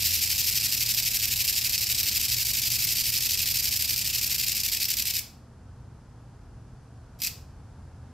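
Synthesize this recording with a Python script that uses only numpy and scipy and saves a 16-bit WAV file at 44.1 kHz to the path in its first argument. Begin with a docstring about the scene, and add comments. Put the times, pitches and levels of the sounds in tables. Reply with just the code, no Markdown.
"""A fast clatter of discs over a ventilation rumble: a flip-disc sign scrolls text a column at a time in a workshop.
The line then rests, leaving the rumble bare, until one last sweep wipes the panel blank.
A driver sweeps the columns left to right; each turning disc lifts off, swings over, clicks and bounces.
Clicks ring dying sines; decaying noise makes the room tail; shaped noise makes the air, rumble and duct hum."""
import sys
import numpy as np
from scipy import signal
from scipy.fft import rfft, irfft, next_fast_len
from scipy.io import wavfile
from scipy.ndimage import uniform_filter1d

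SR = 44100
rng = np.random.default_rng(int(sys.argv[2]) if len(sys.argv) > 2 else 0)


def digitize_waveform(pressure):
    """Quantize a signal to 16-bit integers and store it at the path in sys.argv[1].

    Rows of a 2-D input are taken as channels; values are limited to [-1, 1].
    """
    field = np.atleast_2d(pressure).T
    bounded = np.clip(field, -1, 1)
    quanta = np.round(bounded * 32767).astype(np.int16)
    wavfile.write(sys.argv[1], SR, quanta)


N = 358519   # samples
RUN_IN = 8000   # samples rendered ahead of the start, so that the clatter is already ringing

# words of the scrolling line: first text column, last text column, discs of bars and slants per column
WORDS = [(0, 23, 1), (27.8, 54, 2.2), (65.8, 91.1, 1.47), (95, 104, 0.97)]
# upright strokes of the letters: text column, height/discs
UPRIGHTS = [(2.5, 1.5), (4.6, 2.1), (8.0, 2), (10.5, 1.2), (14.5, 4.6), (16.3, 4.6), (21.0, 2.1),
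            (29.3, 0.37), (32.7, 1.4), (35.0, 6.7), (38.4, 2.6), (41.0, 5.5), (45.4, 4), (47.5, 5),
            (51.0, 1.2), (52.8, 3), (67.5, 3.47), (71.0, 1.73), (77.5, 2.1), (79.5, 4.9), (85.5, 2.3),
            (87.4, 4.5), (99.0, 0.81), (102.5, 2.6), (104.0, 4.6)]
# disc, stop and frame ringing together: f/Hz, level/dB, t60/s
DISC_MODES = [(1900, -44, 0.0052), (2337, -17.5, 0.011), (2564, -18, 0.018), (2760, -9, 0.0045),
              (3100, -18.5, 0.0086), (3970, -8.5, 0.0048), (4720, -1.5, 0.0039), (5170, -1, 0.0035),
              (5670, -2, 0.0026), (7300, 1.5, 0.0015), (8100, -6.5, 0.0021), (9420, -5.5, 0.0013),
              (11130, -13, 0.00054), (12250, 0.5, 0.0022), (13060, 1, 0.0015), (13400, 3, 0.0011),
              (15220, -11.5, 0.00184)]
# nearness of the panel to the microphone: panel column, level/dB
NEARNESS = [(0, -4.5), (30, -2.5), (56, -2.5)]
# air noise spectrum, relative: f/Hz, level/dB
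AIR_SPECTRUM = [(90, -30), (160, -3), (260, -7), (330, -14.5), (480, -15), (570, -19), (760, -16),
                (930, -18.5), (1500, -23), (2100, -32.5), (3800, -37), (5000, -35), (11600, -45),
                (13000, -69)]
# air noise over time: t/s, level/dB
AIR_FLOW = [(0, -52), (4.1, -52), (5.6, -55), (8.13, -53.5)]
# duct rumble spectrum, relative: f/Hz, level/dB
RUMBLE_SPECTRUM = [(12, -44), (22, -17.5), (50, -1), (100, -5), (140, -4.5), (170, -32), (220, -44),
                   (370, -92.5)]
# rumble over time: t/s, broad level/dB, lower resonance level/dB, upper resonance level/dB
RUMBLE_LEVEL = [(0.0, -46.5, -44, -56), (0.11, -52.5, -42, -57.5), (0.61, -48, -50, -46.5),
                (1.9, -48, -50, -50), (2.24, -45, -49.5, -64), (2.31, -46, -44, -43.5),
                (2.81, -45, -59, -48), (2.83, -44.5, -54, -50.5), (3.87, -50.5, -45.5, -49),
                (3.98, -45, -59.5, -44.5), (4.73, -49, -51.5, -63), (5.21, -52.5, -49.5, -50),
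                (5.25, -53, -75, -55), (5.34, -54, -56, -57), (5.86, -44.5, -51, -54.5),
                (5.98, -49, -64.5, -49.5), (8.04, -48.5, -47.5, -56.5), (8.13, -52, -57, -58)]
# duct resonances, lower then upper: f/Hz, width at half height/Hz
DUCT_RESONANCES = [(82, 19), (116, 4.9)]
# stereo width of the ventilation: f/Hz, side minus mid level/dB
AIR_SIDE = [(25, -53.5), (60, -45), (110, -45.5), (200, -19), (380, -7), (700, -12.5), (1290, -21),
            (2380, -12), (8000, 1)]

# panel and driver
COLUMNS, ROWS, STEPS = 57, 12, 61
COLUMN_S = .08396 / 57   # time the driver spends on a column
SWEEP_S = 58 * COLUMN_S
FIRST_SWEEP_S, WIPE_S = -2 * COLUMN_S, 7.205   # scroll step 0 and the wipe
REST_COLUMN = 58.6   # text column at the left edge when the line rests
WIPE_BARS, WIPE_UPRIGHTS = .8, 2.1   # discs wiped for each disc that turns in a scroll step

# contacts
LANDING_SPREAD = 1.8   # column slots over which the discs of one column land
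CLICK_DB, CLICK_SPREAD_DB, COLOUR_SPREAD_DB = -30, 2.5, 4.5
SWING_S, LIFT_DB, COIL_DB = .016, -15, -19
BOUNCE_S, BOUNCE_DB = .0022, -6.5
RADIATE_HZ = 1930   # small discs radiate little below this

# stereo image of the discs
PORT_LAG_S = 18e-6   # between the two microphone ports
LEAD_HZ = 3900   # low cut of the side signal that carries the lead
SCATTER_DB, SCATTER_HZ = -4, 9500

# room
ZONES = 14   # stretches of the panel, each with its own echo paths
ROOM_DB, ROOM_T60_S = -4.5, .385
TREBLE_T60_S, ROOM_CUT_HZ = .29, 9500
EARLY_DB, EARLY_T60_S = 6, .03   # nearby surfaces, over the start of the late tail
ROOM_SIDE_DB, ROOM_SIDE_HZ = -3.5, 5010   # level and low cut of the tail's side signal

DUCT_STEADY = 0.69   # 0 noise in the resonance, 1 a hum of even height
CUTOFF_HZ = 15650


def amp(db):
    """Decibels to a linear gain."""
    return 10 ** (np.asarray(db) / 20)


def at_hz(points, hz):
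    """Read a spectrum table on a log-frequency axis."""
    table_hz, level_db = np.transpose(points)
    return np.interp(np.log(hz), np.log(table_hz), level_db)


def high_pass(x, hz, order=2):
    """Butterworth low cut."""
    return signal.sosfilt(signal.butter(order, hz, "high", fs=SR, output="sos"), x)


def ring(clicks, hz, t60):
    """A unit click sets a dying sine of height 1 ringing in a two-pole resonator."""
    radius = amp(-60 / (t60 * SR))
    w = 2 * np.pi * hz / SR
    feedback = [1, -2 * radius * np.cos(w), radius * radius]
    return signal.lfilter([0, np.sin(w)], feedback, clicks + 1e-18)


def turning_discs(text_column, upright_columns, bars=1, uprights=1):
    """Discs that turn in a text column: a steady few in a word, plus each upright over the columns it covers."""
    at = text_column[..., None]
    first, last, inside = np.transpose(WORDS)
    centre, height = np.transpose(UPRIGHTS)
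    in_word = np.clip(np.minimum(at - first, last - at) + 1, 0, 1)
    on_upright = np.clip((upright_columns + 1) / 2 - np.abs(at - centre), 0, 1)
    return bars * in_word @ inside + uprights * on_upright @ height


def sweeps():
    """Time at which each column slot begins to land, its panel column and the number of discs that turn."""
    step, column = np.mgrid[-2:STEPS, 0:COLUMNS]
    start = FIRST_SWEEP_S + step * SWEEP_S + column * COLUMN_S
    # the text slides one column a sweep; an upright turns on, then off
    scrolled = turning_discs(step + column - 2, 2)
    wiped = np.arange(COLUMNS)
    # in the wipe an upright only turns off
    wipe = turning_discs(wiped + REST_COLUMN, 1, WIPE_BARS, WIPE_UPRIGHTS)
    return (np.append(start, WIPE_S + wiped * COLUMN_S),
            np.append(column, wiped),
            np.append(scrolled, wipe))


def contacts():
    """Time, strength and panel column of each landing, bounce, lift-off and coil tick."""
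    start, column, count = sweeps()
    # whole discs sound in full, a leftover fraction as a weaker disc
    turning = np.sqrt(np.clip(count[:, None] - np.arange(ROWS), 0, 1))
    delay = LANDING_SPREAD * COLUMN_S * rng.random((2, *turning.shape)).mean(axis=0)
    landing = start[:, None] + delay
    strength = (turning * amp(CLICK_SPREAD_DB * rng.standard_normal(turning.shape))).ravel()
    bounce = landing + BOUNCE_S * (.5 + rng.random(turning.shape))
    lift_off = landing - SWING_S
    coil_tick = start - SWING_S
    s = np.concatenate([landing.ravel(), bounce.ravel(), lift_off.ravel(), coil_tick])
    size = np.concatenate([strength, amp(BOUNCE_DB) * strength, amp(LIFT_DB) * strength,
                           np.full(len(start), amp(COIL_DB))])
    column = np.concatenate([np.tile(np.repeat(column, ROWS), 3), column])
    return s, size * amp(np.interp(column, *np.transpose(NEARNESS))), column


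def sample_index(s):
    """Contact times as samples of the rendering with its run-in."""
    return np.clip(np.round(s * SR).astype(int) + RUN_IN, 0, N + RUN_IN - 1)


def discs(s, size, column):
    """Every contact strikes each mode with its own strength; returns mid and side."""
    at = sample_index(s)
    bearing = 1 - 2 * column / (COLUMNS - 1)   # +1 left end, -1 right end
    ringing = np.zeros((3, N + RUN_IN))
    for hz, level_db, t60 in DISC_MODES:
        colour, scatter = rng.standard_normal((2, len(s)))
        polarity = rng.choice([-1, 1], len(s))
        blow = size * amp(CLICK_DB + level_db + COLOUR_SPREAD_DB * colour) * polarity
        trains = [np.bincount(at, weight, N + RUN_IN) for weight in (blow, blow * bearing, blow * scatter)]
        ringing += ring(np.array(trains), hz, t60)
    mid, leaning, scattered = high_pass(ringing, RADIATE_HZ, order=5)
    # a small lead at one port is a time derivative in the side signal
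    lead = .5 * PORT_LAG_S * SR * np.gradient(leaning)
    scattered_side = amp(SCATTER_DB) * high_pass(scattered, SCATTER_HZ, order=3)
    return mid, high_pass(lead, LEAD_HZ, order=6) + scattered_side


def zone_owner(s, column, length):
    """Panel stretch of the latest contact at each sample."""
    at = sample_index(s)
    latest = np.zeros(length, int)
    latest[at] = at
    owner = np.zeros(length, int)
    owner[at] = column * ZONES // COLUMNS
    return owner[np.maximum.accumulate(latest)]


def room_tail(t):
    """Two diffuse echo tails: dying noise with a shorter treble and a stronger early part."""
    noise = rng.standard_normal((2, len(t)))
    dull = signal.sosfilt(signal.butter(2, ROOM_CUT_HZ, fs=SR, output="sos"), noise)
    tail = dull * amp(-60 * t / ROOM_T60_S)
    tail += (noise - dull) * amp(-60 * t / TREBLE_T60_S)
    tail += noise * amp(EARLY_DB - 60 * t / EARLY_T60_S)
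    fade_in = np.clip(t / 0.0044, 0, 1)
    return tail * fade_in / np.sqrt(np.sum(tail[0] ** 2))


def room(direct, s, column):
    """Each stretch of the panel excites its own diffuse tail; the side is high-passed."""
    t = np.arange(SR // 2) / SR
    owner = zone_owner(s, column, len(direct))
    size = next_fast_len(len(direct) + len(t))
    wet = 0
    for zone in range(ZONES):
        wet = wet + rfft(direct * (owner == zone), size) * rfft(room_tail(t), size)
    mid, side = high_pass(irfft(wet, size)[:, :len(direct)], RADIATE_HZ - 400, order=4)
    return amp(ROOM_DB) * mid, amp(ROOM_DB + ROOM_SIDE_DB) * high_pass(side, ROOM_SIDE_HZ, order=6)


def coloured(colour_at):
    """Mid and side noise with the gain that colour_at gives for each frequency; mid rms 1."""
    size = next_fast_len(N)
    hz = np.maximum(np.arange(size // 2 + 1) * SR / size, 1)
    shape = colour_at(hz) * np.array([np.ones_like(hz), amp(at_hz(AIR_SIDE, hz))])
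    noise = irfft(rfft(rng.standard_normal((2, size))) * shape, size)[:, :N]
    return noise / np.std(noise[0])


def duct_hum(centre_hz, width_hz):
    """Noise in a narrow duct resonance, its height partly evened out into a hum."""
    hum = coloured(lambda hz: 1 / (1 + (2 * (hz - centre_hz) / width_hz) ** 2))
    height = np.sqrt(uniform_filter1d(hum[0] ** 2, size=int(2 * SR / centre_hz)) + .02)
    hum = hum / height ** DUCT_STEADY
    return hum / np.std(hum[0])


def ventilation():
    """Air noise over a rumble and two duct resonances that hum, swell and sink."""
    t = np.arange(N) / SR
    s, broad_db, *resonance_db = np.transpose(RUMBLE_LEVEL)
    flow = amp(np.interp(t, *np.transpose(AIR_FLOW)))
    out = flow * coloured(lambda hz: amp(at_hz(AIR_SPECTRUM, hz)))
    out += amp(np.interp(t, s, broad_db)) * coloured(lambda hz: amp(at_hz(RUMBLE_SPECTRUM, hz)))
    for (centre_hz, width_hz), level_db in zip(DUCT_RESONANCES, resonance_db):
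        out += amp(np.interp(t, s, level_db)) * duct_hum(centre_hz, width_hz)
    return out


def scene():
    """Discs, their room tail and the ventilation, turned from mid and side into left and right."""
    s, size, column = contacts()
    direct = np.array(discs(s, size, column))
    strong = size > amp(-12)   # only strong contacts choose the echo paths
    wet = room(direct[0], s[strong], column[strong])
    mid, side = (direct + wet)[:, RUN_IN:] + ventilation()
    return np.array([mid + side, mid - side])


def record(dry):
    """A steep elliptic low-pass cuts the top."""
    return signal.sosfilt(signal.ellip(14, .3, 80, CUTOFF_HZ, fs=SR, output="sos"), dry)


dry = scene()
out = record(dry)
digitize_waveform(out)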